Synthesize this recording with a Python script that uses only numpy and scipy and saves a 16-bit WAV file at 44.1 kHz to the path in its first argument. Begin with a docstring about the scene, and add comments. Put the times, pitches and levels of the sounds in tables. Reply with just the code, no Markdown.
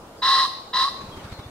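"""Over a low wash of air and a faint chirp, a cock pheasant crows twice in an open grass field.
A short whirr of wingbeats follows, while small birds whistle far off.
Each note of the crow is a shaky tone plus a harsh rattle, filtered by the resonances of the throat;
the grass scatters it and the field echoes it. Each wingbeat pushes a pulse of air and swishes."""
import sys
import numpy as np
from scipy import signal
from scipy.fft import rfft, irfft
from scipy.io import wavfile
from scipy.ndimage import uniform_filter1d

SR = 44100
rng = np.random.default_rng(int(sys.argv[2]) if len(sys.argv) > 2 else 0)


def dump_mix(stems):
    """Bounce the given channels to the path in sys.argv[1] as a 16-bit WAV at rate SR."""
    frames = np.atleast_2d(stems).T  # one column per channel
    limited = np.clip(frames, -1, 1)  # hard clip at full scale
    pcm = np.round(limited * 32767).astype(np.int16)
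    wavfile.write(sys.argv[1], SR, pcm)


N = 66150
T = np.arange(N) / SR


def amp(db):
    """Amplitude ratio of a level in decibels."""
    return 10 ** (np.asarray(db) / 20)


def unit(x):
    """Normalisation to an rms of 1."""
    return x / np.sqrt(np.mean(abs(x) ** 2) + 1e-20)


def read(points, hz):
    """Interpolation of a table on a log-frequency axis."""
    f, value = np.transpose(points)
    return np.interp(np.log(hz + 1), np.log(f + 1), value)


def pulse(t, width_s):
    """Gaussian envelope centred on t = 0."""
    return np.exp(-.5 * (t / width_s) ** 2)


def wander(hz):
    """Low-pass noise: smooth random motion up to a given rate."""
    f = np.fft.rfftfreq(N, 1 / SR)
    return unit(irfft(rfft(rng.standard_normal(N)) / (1 + (f / hz) ** 4), N))


def colour(x, points, size=4096):
    """Minimum-phase filtering with the given spectrum."""
    log_gain = np.log(amp(read(points, abs(np.fft.fftfreq(size, 1 / SR)))))
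    taps = np.fft.ifft(np.exp(np.conj(signal.hilbert(log_gain)))).real[:size // 2]
    return signal.fftconvolve(x, taps)[:N]


def scatter(x, levels, t60s, size=256):
    """Reverberation: many small reflections, different at each ear, decay exponentially in each band."""
    hz, t, bands = signal.stft(rng.standard_normal((2, SR)), SR, nperseg=size)
    fade = amp(-60 * t / read(t60s, hz)[:, None]) * (t > 0)
    fade *= amp(read(levels, hz))[:, None] / np.sqrt((fade ** 2).sum(1, keepdims=True) * size / 2)
    response = signal.istft(bands * fade, SR, nperseg=size)[1]
    return signal.fftconvolve(x[None], response, axes=1)[:, :N]


# Likeness of the two channels. Each row: frequency in Hz, left-right correlation.
COHERENCE = [(60, .99), (290, 0.95), (640, 0.8), (1410, 0.45), (3100, -0.16), (6800, 0.027), (15000, 0.063)]
def diffuse_noise(points, patch_db, size=1024):
    """A diffuse field: both ears agree at low frequencies, and the level drifts in random patches."""
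    hz = np.fft.rfftfreq(size, 1 / SR)
    a, b, c, d, patch = rng.standard_normal((N // 256 + 5, len(hz), 5)).T
    patch = unit(uniform_filter1d(uniform_filter1d(patch, size=10, axis=0), size=10, axis=1))
    same = np.clip(read(COHERENCE, hz), -1, 1)[:, None]
    left = a + 1j * b
    right = same * left + np.sqrt(1 - same ** 2) * (c + 1j * d)
    bands = np.array([left, right]) * amp(read(points, hz)[:, None] + patch_db * patch)
    return unit(signal.istft(bands, nperseg=size, noverlap=size - size // 4)[1][:, :N])


# Spectrum of the air. Each row: frequency in Hz, relative level in dB.
AIR_SPECTRUM = [(20, -17), (60, -2), (250, 0), (600, 4.5), (950, 2.5), (1400, -5.5), (2200, -27),
                (4500, -19.5), (8000, -20), (15500, -27.5)]
def air():
    """Ambient noise: a low, steady wash from all directions."""
    return amp(-45.5) * diffuse_noise(AIR_SPECTRUM, patch_db=-1.5)


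# Distant chirps. Each row: start and length in seconds, first and last pitch in Hz, level in dB.
CHIRPS = [(.165, 0.062, 5080, 4750, -52.5), (1.112, 0.055, 3330, 3150, -44), (1.18, 0.036, 3300, 2740, -47),
          (1.318, 0.068, 4430, 4010, -44.5), (1.398, 0.017, 4110, 3530, -44.5),
          (1.412, 0.062, 3480, 3576, -49)]
def small_birds():
    """Frequency glides: thin, wavering whistles, blurred by reverberation over the distance."""
    song = np.zeros(N)
    for start, length, first_hz, last_hz, db in CHIRPS:
        progress = np.clip((T - start) / length, 0, 1)
        hz = (first_hz + (last_hz - first_hz) * progress) * (1 + .012 * wander(hz=150))
        envelope = amp(db) * np.sqrt(abs(np.sin(np.pi * progress)))
        song += envelope * np.sin(2 * np.pi * np.cumsum(hz) / SR)
    return song * np.array([[1], [-.4]]) + scatter(song, levels=[(1, -4)], t60s=[(1, .18)])


# Wingbeats. 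Each row: time in seconds, thump level in dB, swish level in dB.
WINGBEATS = [(1.018, -36.5, -41.5), (1.091, -35, -53), (1.173, -34.5, -39.5), (1.25, -30, -41),
             (1.326, -31, -38), (1.395, -31, -41.5), (1.466, -31.5, -57)]
# Feather rustle, held at its end values. Each row: time in seconds, level in dB.
RUSTLE = [(.85, -49.5), (.97, -45), (1.15, -42), (1.35, -43.5), (1.5, -47.5)]
# Spectrum of swish and rustle. Each row: frequency in Hz, relative level in dB.
FEATHER_SPECTRUM = [(40, 0.5), (120, 4.5), (250, 2), (600, -5), (1200, -5), (2200, -12), (4000, -13),
                    (8000, -25.5), (15000, -35)]
def wings(thump_hz=97.5, swish_s=.0071, upstroke_s=.017):
    """Air displacement: each beat thumps and swishes twice; swishes and rustle add in power."""
    thumps = np.zeros(N)
    power = amp(np.interp(T, *np.transpose(RUSTLE))) ** 2
    for centre, thump_db, swish_db in WINGBEATS:
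        t = T - centre
        thumps += amp(thump_db) * np.cos(2 * np.pi * thump_hz * t) * pulse(t, width_s=.0049)
        strokes = pulse(t, swish_s) + amp(-11) * pulse(t - upstroke_s, swish_s)
        power += (amp(swish_db) * strokes) ** 2
    return thumps + np.sqrt(power) * diffuse_noise(FEATHER_SPECTRUM, patch_db=2.0)


def squeak(centre_s=.8, hz=2740):
    """A tone burst: a few milliseconds of a high whistle and its octave, within the second note."""
    t = T - centre_s
    phase = 2 * np.pi * hz * t
    return amp(-38) * pulse(t, width_s=.0027) * (np.sin(phase) + np.sin(2 * phase))


def rattle(rate_hz=209.3, puff_cycles=.84, air_share=.68):
    """Pulsed excitation: each irregular cycle gives a slap and a decaying puff of air."""
    cycle = np.cumsum(rate_hz * (1 + .2 * wander(rate_hz))) / SR
    slaps = np.diff(np.floor(cycle), prepend=0) * amp(2 * rng.standard_normal(N))
    puffs = np.exp(-(cycle % 1) / puff_cycles) * rng.standard_normal(N)
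    return np.sqrt(1 - air_share) * unit(slaps - slaps.mean()) + np.sqrt(air_share) * unit(puffs)


# Sidebands at -2, -1, +1 and +2 tone pitches from the ring. Each entry: level in dB relative to it.
SIDEBAND_DB = [-25, -25.5, -13, -33]
def shrill_ring(drive, tone_phase, age, open_hz=3990, sag_hz=135, opening_s=.055, width_hz=260):
    """Resonance and modulation: a ring climbs as the beak opens, and the tone gives it sidebands."""
    centre_hz = open_hz - sag_hz * np.exp(-age / opening_s)
    carrier = np.exp(2j * np.pi * np.cumsum(centre_hz) / SR)
    ring = unit(signal.sosfilt(signal.butter(2, width_hz / 2, fs=SR, output="sos"), drive / carrier))
    ring /= 1 + abs(ring)  # saturation evens out the level
    sidebands = sum(amp(db) * np.exp(1j * k * tone_phase) for k, db in zip((-2, -1, 1, 2), SIDEBAND_DB))
    return unit((carrier * (1 + sidebands) * ring).real)


# Resonances of the throat. 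Each row: frequency in Hz, relative gain in dB.
THROAT_RESPONSE = [(150, -26.5), (550, -21), (800, -6), (1150, -16), (1300, 4.5), (1500, -14), (1660, 2),
                   (1780, -5.5), (1950, 5), (2070, -7.5), (2210, -19.5), (2500, -15), (2950, -7.5),
                   (3400, -4.5), (3680, 4.5), (4100, -12.5), (4350, -17.5), (4680, -2.5), (4800, -7.5),
                   (5160, -5), (5450, -14.5), (6400, -19), (6800, -29.5), (11500, -30), (12500, -41),
                   (16000, -44)]
def throat(tone_phase, age, treble_hz=4500, brighten_s=.012):
    """Source and filter: the rattle excites the throat's resonances, making a hoarse rasp."""
    drive = rattle()
    rasp = amp(-5.5) * unit(colour(drive, THROAT_RESPONSE))
    rasp += amp(-2.7) * shrill_ring(drive, tone_phase, age)
    treble = signal.sosfiltfilt(signal.butter(6, treble_hz, "high", fs=SR, output="sos"), rasp)
    return rasp - treble * np.exp(-age / brighten_s)  # muffled until the beak is open


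# The crow, one table per note. Each row: time in seconds, pitch in Hz, tone gain in dB, rasp gain in dB.
CROW_NOTES = [
    [(.217, 1016, -33, -25.5), (.231, 1027, -23.5, -22.5), (.28, 1072, -21, -19), (.35, 1069, -19, -19.5),
     (.43, 1053, -22.5, -22), (.45, 1060, -19, -25.5), (.459, 1166, -22.5, -28), (.467, 1088, -30, -42)],
    [(.729, 1057, -35, -31), (.738, 1000, -29, -22), (.752, 1018, -23.5, -22.5), (.774, 1059, -23, -21),
     (.815, 1057, -20.5, -21.5), (.842, 1064, -23.5, -24), (.86, 1131, -25, -33.5),
     (.882, 1113, -24.5, -33), (.894, 1163, -40, -34.5)],
]
def crow(jitter=.021, shimmer_db=2.0, ramp_s=.007):
    """Jitter and shimmer: each note is a tone shaking in pitch and level, joined by the throat's rasp."""
    voice = np.zeros(N)
    for rows in CROW_NOTES:
        times, hz, tone_db, rasp_db = np.transpose(rows)
        age = np.maximum(T - times[0], 0)
        gate = np.clip(np.minimum(age, times[-1] - T + ramp_s) / ramp_s, 0, 1)
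        pitch_hz = np.interp(T, times, hz) * (1 + jitter * wander(hz=197))
        phase = 2 * np.pi * np.cumsum(pitch_hz) / SR
        tone = unit(np.sin(phase) * amp(shimmer_db * wander(hz=136)))
        voice += gate * amp(np.interp(T, times, tone_db)) * tone
        voice += gate * amp(np.interp(T, times, rasp_db)) * throat(phase, age)
    return voice + squeak()


# Reflections from the grass, the wider field and the far echo. Each row: frequency in Hz, gain in dB.
GRASS_GAIN = [(500, -17), (1100, -28), (2000, -11.5), (4000, -0.5), (6000, -7.5), (8000, 8), (14000, 0)]
FIELD_GAIN = [(500, -4.5), (1100, -13.5), (2000, -19), (3000, -5), (3800, -7), (4080, -11.5), (4350, 3),
              (4700, -6), (5300, -5), (10000, -1)]
ECHO_GAIN = [(1100, -20.5), (2000, -15.5), (3800, -21), (4100, -13), (4500, -18), (10000, -20)]
# Reverberation times. Each row: frequency in Hz, time to fall by 60 dB in seconds.
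GRASS_DECAY = [(500, 0.41), (4000, 0.15), (10000, 0.35)]
FIELD_DECAY = [(500, 0.94), (1100, 0.71), (4000, 0.76), (10000, 0.5)]
def across_field(voice, right_lag_s=.00004, echo_s=.13):
    """Multipath propagation: the direct sound reaches the left ear first; scatter and an echo follow."""
    lag = np.exp(-2j * np.pi * np.fft.rfftfreq(N, 1 / SR) * right_lag_s)
    direct = np.array([voice, irfft(rfft(voice) * lag, N)])
    echo = scatter(np.interp(T - echo_s, T, voice), ECHO_GAIN, t60s=[(1, .078)])
    grass = scatter(voice, GRASS_GAIN, GRASS_DECAY)
    field = scatter(voice, FIELD_GAIN, FIELD_DECAY)
    return direct + grass + field + echo


def scene():
    """Superposition of the pheasant, the small birds and the wash of air."""
    return across_field(crow()) + wings() + small_birds() + air()


def record(dry, cutoff_hz=15750):
    """Band limiting: a linear-phase low-pass filter removes the highest treble."""
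    taps = signal.firwin(511, cutoff_hz, window=("kaiser", 9), fs=SR)
    return signal.oaconvolve(dry, taps[None], "same")


dry = scene()
out = record(dry)
dump_mix(out)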